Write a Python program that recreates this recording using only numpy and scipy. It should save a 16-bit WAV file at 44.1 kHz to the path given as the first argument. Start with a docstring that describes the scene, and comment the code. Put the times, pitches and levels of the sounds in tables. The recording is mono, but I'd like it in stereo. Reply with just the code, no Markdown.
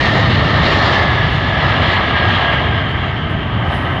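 """A jet airliner's rumble, roar and slightly crackling hiss swell and fade as it rolls away down a
runway at take-off power. The exhaust makes the noise; moving air makes it surge and flicker.
The fan's blurred whine sinks in pitch as it recedes. The ground reflection combs the spectrum and
hollows out one band. It is heard from a park through a hand-held pair of microphone ports, with
faint rustles and handling ticks close by."""
import sys
import numpy as np
from scipy import signal
from scipy.fft import rfft, irfft
from scipy.io import wavfile
from scipy.ndimage import uniform_filter1d, minimum_filter1d

SR = 44100
rng = np.random.default_rng(int(sys.argv[2]) if len(sys.argv) > 2 else 0)


def generate_wav(signal):
    """Clip the signal to [-1, 1] and save it as 16-bit WAV at the path in sys.argv[1]."""
    frames = np.transpose(np.atleast_2d(signal))
    scaled = np.clip(frames, -1, 1) * 32767
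    pcm = np.round(scaled).astype(np.int16)
    wavfile.write(sys.argv[1], SR, pcm)


N = 176400
FRAME, HOP = 1024, 256
TIME_S, BIN_HZ = np.arange(N) / SR, np.fft.rfftfreq(N, 1 / SR)
FRAME_S, FRAME_HZ = np.arange(N // HOP + 5) * HOP / SR, np.fft.rfftfreq(FRAME, 1 / SR)

# Exhaust spectrum before the layer gains. Each row: frequency in Hz, relative density in dB.
EXHAUST_COLOUR = [(20,-26), (34,-19.5), (55,-7), (80,-0.45), (128,-1), (195,-9.5), (400,-14), (1000,-13.5),
                  (2000,-14.5), (3300,-19), (4400,-28.5), (5500,-42), (7000,-47.5), (9000,-68), (14000,-82),
                  (16000,-91.5)]
# Swells of the five exhaust layers. Each row: time in seconds, level in dB before the layer's trim.
RUMBLE_SWELL = [(0, -18), (.28, -17.5), (.6, -14.5), (.9, -20.5), (1.3, -17), (1.55, -20), (1.8, -17),
                (2.1, -21.5), (2.27, -16.5), (2.42, -23), (2.67, -19), (3.08, -21), (3.25, -18.5),
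                (3.58, -18.5), (3.72, -21.5), (4, -20)]
LOW_ROAR_SWELL = [(0, -16.5), (.42, -18), (.69, -14), (1.38, -21.5), (1.85, -18.5), (2.8, -21.5),
                  (3.5, -23), (3.75, -21)]
ROAR_SWELL = [(0, -18.5), (.42, -18.5), (.68, -17), (.85, -14.5), (1.05, -18), (1.35, -21.5), (1.55, -20.5),
              (1.66, -17), (2.07, -19), (2.42, -17), (2.8, -22.5), (3.05, -23.7), (3.28, -26), (3.52, -25),
              (3.66, -21.5), (4, -23)]
UPPER_ROAR_SWELL = [(0, -20.5), (.5, -25), (.68, -21), (.96, -21), (1.33, -24.5), (1.55, -25),
                    (1.64, -23.5), (1.96, -20), (2.1, -23), (2.28, -22), (2.46, -21.5), (2.601, -23),
                    (2.8, -26.7), (3.48, -31), (3.72, -29.5), (4, -28.5)]
HISS_SWELL = [(0, -29), (.42, -32.5), (.6, -32), (.66, -27), (.94, -28.5), (1.07, -32.5), (1.169, -35),
              (1.551, -37), (1.64, -33), (1.73, -35), (1.93, -31), (2.02, -36), (2.24, -35.5), (2.35, -33),
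              (2.45, -36), (2.8, -42), (3.48, -48), (3.72, -43), (4, -46.5)]
# Trim of each layer in dB, rumble to hiss.
LAYER_TRIM_DB = [5.6, 6.42, 6.3, 9.8, 20.47]
# Layer positions in Hz: rumble end, low roar, roar from and to, upper roar from and to, hiss start.
LAYER_KNOTS_HZ = [150, 340, 800, 1300, 2000, 3000, 4200]
# Moving air focuses a band. Each row: peak in seconds, gain in dB, half length in seconds, centre in Hz.
AIR_SURGES = [(0.191, 3, 0.059, 563), (0.32, 7.5, .09, 166), (0.661, 1.5, 0.019, 3370),
              (1.644, 4, 0.024, 1100), (1.999, 4, 0.037, 1124), (2.353, 3, .025, 3290)]
# Blade-passing tone. Each row: time in seconds, pitch in Hz, level in dB, width in Hz.
FAN_TONE = [(0, 1839, -19.5, 119.1), (.3, 1822, -26.5, 119.9), (.8, 1795, -22, 119.7),
            (.93, 1739, -22.5, 100.5), (1.1, 1707, -23.5, 69.8), (1.35, 1704, -26, 69.85),
            (1.95, 1675, -27.5, 69.9), (2.17, 1625, -24.5, 50.16), (2.55, 1633, -24.5, 55.25),
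            (2.8, 1589, -26, 45.15), (3.15, 1567, -34.5, 39.9), (4, 1540, -28.5, 44.5)]
# Fan's second harmonic. Each row: time in seconds, level in dB relative to octave_db.
FAN_OCTAVE = [(1.6, -3), (2.5, 5), (3.2, -1), (4, -1.5)]
# Band cancelled by the ground reflection. Each row: time in seconds, centre in Hz, depth in dB.
GROUND_NOTCH = [(1.2, 452, 1), (2.05, 490, 2.5), (2.85, 510, 4.5), (3.25, 553, 11), (3.6, 488, 6.5),
                (4, 490, 5)]
# Comb of peaks and dips from the ground reflection, as heard at the left and right ports.
# Each row: frequency in Hz, left gain in dB, right gain in dB.
GROUND_COMB = [(298,-3.5,1.18), (506,-5,0.5), (650,0.6,3), (1003,-4,-0.2), (1284,-3,6.3), (1480,-3.5,-7),
               (1635,-2.5,3), (1980,-3.5,4.5), (2333,-16.5,2.5), (2513,-7.5,-2), (2820,-15,5.5),
               (3000,-3.5,3), (3670,-2,1.1), (4120,2,1), (4670,3.5,-5.5), (5100,0,4), (6950,0.5,-4.5)]
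# Phase between the ports at mid-scene. Each row: frequency in Hz, left lead in radians.
PORT_LEAD = [(20, 0), (300, .08), (750, .4), (1050, .4), (1280, 1.0), (1460, 2.1), (1550, -.7), (1950, .7),
             (2200, .9), (2400, 3.1), (2680, 2.8), (2830, 5.2), (3100, 6.2), (4250, 7.9), (5200, 7.8),
             (6200, 9.2)]
# Left-right likeness. Each row: frequency in Hz, coherence from 0 to 1.
PORT_COHERENCE = [(60, .996), (300, .985), (500, .94), (750, .96), (1270, .88), (1500, .4), (1700, .78),
                  (2000, .88), (2450, .3), (2780, .5), (3100, .86), (4300, .75), (5400, .55), (9000, .3)]
# Rustles. Each row: peak in seconds, left level in dB, rise in seconds, decay in seconds.
RUSTLE_EVENTS = [(.08, -51.5, 0.15, 0.15), (1.33, -52.5, .035, 0.082), (2.9, -55.5, .012, 0.056),
                 (3.303, -51, .005, 0.023), (3.45, -63, .1, .25), (3.75, -45.5, 0.04, 0.073),
                 (3.95, -57, .12, 0.19)]
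# Handling ticks. Each row: start in seconds, level in dB, left minus right in dB.
TICK_EVENTS = [(.0555, -53, 16), (.5712, -43, -13.5), (.626, -52, -5)]
# Rustle and tick spectra. Each row: frequency in Hz, relative density in dB.
RUSTLE_SPECTRUM = [(1500, -20), (5000, 8), (7000, -7.5), (9500, 4), (11600, -1), (13000, -18), (16000, -40)]
TICK_SPECTRUM = [(2000, -15), (7500, -2), (16000, -10)]


def amp(db):
    """Decibels to gain."""
    return 10 ** (np.asarray(db) / 20)


def unit(x):
    """Scales to rms 1."""
    return x / np.sqrt(np.mean(abs(x) ** 2) + 1e-20)


def at_hz(table, hz, column=1):
    """Table column over log frequency."""
    rows = np.array(table, float)
    return np.interp(np.log(hz + 1), np.log(rows[:, 0] + 1), rows[:, column])


def at_time(table, time_s, column=1):
    """Table column over time."""
    rows = np.array(table, float)
    return np.interp(time_s, rows[:, 0], rows[:, column])


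def blur(x, span, axis=0):
    """Smooths one axis over a span of steps; rms 1."""
    size = x.shape[axis]
    lowpass = np.exp(-(2 * span * np.fft.rfftfreq(size)) ** 2)
    smooth = irfft(rfft(np.moveaxis(x, axis, -1)) * lowpass, size)
    return unit(np.moveaxis(smooth, -1, axis))


def noise(colour):
    """Two independent noises with the given spectrum; rms 1."""
    return unit(irfft(rfft(rng.standard_normal((2, N))) * amp(at_hz(colour, BIN_HZ)), N))


def stft(x):
    """Short-time spectra: channels, bins, frames."""
    return signal.stft(x, nperseg=FRAME, noverlap=FRAME - HOP)[2]


def istft(spectra):
    """Short-time spectra to sound."""
    return signal.istft(spectra, nperseg=FRAME, noverlap=FRAME - HOP)[1][:, :N]


def moving_air_db(time_s, surge_half_octaves=.55, patch_db=.96, patch_s=.06, patch_hz=298,
                  flutter_db=.54, flutter_s=.026):
    """Turbulent air focuses single bands and makes the spectrum flicker, most in the treble."""
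    surge_db = 0
    for peak_s, gain_db, half_s, centre_hz in AIR_SURGES:
        octaves = np.log2((FRAME_HZ[:, None] + 1) / centre_hz)
        in_band = np.exp(-(octaves / surge_half_octaves) ** 2)
        surge_db += gain_db * in_band * np.exp(-((time_s - peak_s) / half_s) ** 2)
    patches = blur(rng.standard_normal(surge_db.shape), patch_hz / FRAME_HZ[1])
    patches = blur(patches, patch_s * SR / HOP, axis=1)
    flutter = blur(rng.standard_normal(len(time_s)), flutter_s * SR / HOP)
    depth = np.minimum(np.sqrt(FRAME_HZ / 3000), 1.3)[:, None]  # patch_db, flutter_db hold at 3 kHz
    return surge_db + depth * (patch_db * patches + flutter_db * flutter)


def crackle(jet, depth_db=.6, grain_s=.0058, corner_hz=2200):
    """Adds a quick unevenness to the treble."""
    treble = irfft(rfft(jet) * BIN_HZ ** 4 / (BIN_HZ ** 4 + corner_hz ** 4), N)
    gain = unit(amp(depth_db * blur(rng.standard_normal(N), grain_s * SR)))
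    return jet + treble * (gain - 1)


def exhaust():
    """Jet mixing noise: five layers swell and fade in moving air, with crackle on top."""
    spectra = stft(noise(EXHAUST_COLOUR))
    time_s = FRAME_S[:spectra.shape[2]]
    swells = RUMBLE_SWELL, LOW_ROAR_SWELL, ROAR_SWELL, UPPER_ROAR_SWELL, HISS_SWELL
    rumble, low, roar, upper, hiss = [at_time(s, time_s) + db for s, db in zip(swells, LAYER_TRIM_DB)]
    knots_db = np.transpose([rumble, low, roar, roar, upper, upper, hiss])
    level_db = np.array([np.interp(FRAME_HZ, LAYER_KNOTS_HZ, frame) for frame in knots_db]).T
    return crackle(istft(spectra * amp(level_db + moving_air_db(time_s))))


def whine(pitch_hz, width_hz):
    """Two tones on one pitch curve, each blurred into a band by random amplitude and phase."""
    wobble_cycles = np.cumsum(width_hz * np.ones(N)) / SR
    grid_cycles = np.arange(8192) / 4
    wobbles = blur(rng.standard_normal((4, len(grid_cycles))), 3, axis=1)
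    parts = np.array([np.interp(wobble_cycles, grid_cycles, wobble) for wobble in wobbles])
    envelopes = parts[::2] + 1j * parts[1::2]
    carrier = np.exp(2j * np.pi * np.cumsum(pitch_hz) / SR)
    return unit((envelopes * carrier).real)


def fan(octave_db=-35.5, octave_width_hz=258.5):
    """Blade-passing tone and its octave, sinking as the aircraft recedes."""
    pitch_hz, level_db, width_hz = [at_time(FAN_TONE, TIME_S, column) for column in (1, 2, 3)]
    tone = amp(level_db) * whine(pitch_hz, width_hz)
    octave = amp(octave_db + at_time(FAN_OCTAVE, TIME_S)) * whine(2 * pitch_hz, octave_width_hz)
    return tone + octave


def ground_notch(aircraft, half_width_hz=51):
    """Sound glancing off the airfield cancels part of one band, deepest far away."""
    spectra = stft(aircraft)
    time_s = FRAME_S[:spectra.shape[2]]
    offset = (FRAME_HZ[:, None] - at_time(GROUND_NOTCH, time_s)) / half_width_hz
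    depth_db = at_time(GROUND_NOTCH, time_s, column=2)
    return istft(spectra * amp(-depth_db * np.exp(-offset ** 2)))


def ports(aircraft, turn_rad_per_khz_s=.13):
    """Two ports hear the ground-combed aircraft partly alike; the left lead grows as it moves round."""
    shared, separate = stft(aircraft)
    time_s = FRAME_S[:shared.shape[1]]
    coherence = at_hz(PORT_COHERENCE, FRAME_HZ)[:, None]
    turn_rad = turn_rad_per_khz_s * np.outer(FRAME_HZ / 1000, time_s - time_s.mean())
    left = (coherence * shared + np.sqrt(1 - coherence ** 2) * separate) * np.exp(1j * turn_rad)
    pair = istft(np.array([left, shared]))
    left_comb, right_comb = [amp(at_hz(GROUND_COMB, BIN_HZ, column)) for column in (1, 2)]
    lead = np.exp(1j * at_hz(PORT_LEAD, BIN_HZ))
    return irfft(rfft(pair) * np.array([left_comb * lead, right_comb]), N)


def rustle(grain_db=2, grain_s=.003, right_db=-10):
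    """Soft, grainy brushes of high hiss beside the left port."""
    swell = sum(amp(db) * np.exp(-np.maximum((peak_s - TIME_S) / rise_s, (TIME_S - peak_s) / decay_s))
                for peak_s, db, rise_s, decay_s in RUSTLE_EVENTS)
    grain = unit(amp(grain_db * blur(rng.standard_normal(N), grain_s * SR)))
    return noise(RUSTLE_SPECTRUM) * swell * grain * amp([[0], [right_db]])


def ticks(decay_s=.0007):
    """Dry, sharp clicks of a hand on the casing."""
    bursts = np.zeros((2, N))
    for start_s, level_db, pan_db in TICK_EVENTS:
        gains = amp([[level_db + pan_db / 2], [level_db - pan_db / 2]])
        bursts += gains * (TIME_S >= start_s) * np.exp(-abs(TIME_S - start_s) / decay_s)
    return noise(TICK_SPECTRUM) * bursts


def scene():
    """The aircraft over the ground, heard at both ports; rustles and ticks close by."""
    return ports(ground_notch(exhaust() + fan())) + rustle() + ticks()


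def record(dry, ceiling=.97, limiter_s=.004, cutoff_hz=16000):
    """Fast peak limiter, short fades at both ends, then a low-pass."""
    span = int(limiter_s * SR)
    safe_gain = np.minimum(1, ceiling / (abs(dry).max(0) + 1e-9))
    held_gain = minimum_filter1d(safe_gain, 2 * span)
    gain = uniform_filter1d(uniform_filter1d(held_gain, span), span)
    fades = np.minimum(1, np.minimum(TIME_S, TIME_S[::-1]) / limiter_s)
    lowpass = signal.firwin(511, cutoff_hz, window=("kaiser", 9), fs=SR)
    return signal.oaconvolve(dry * gain * fades, lowpass[None], "same")


dry = scene()
out = record(dry)
generate_wav(out)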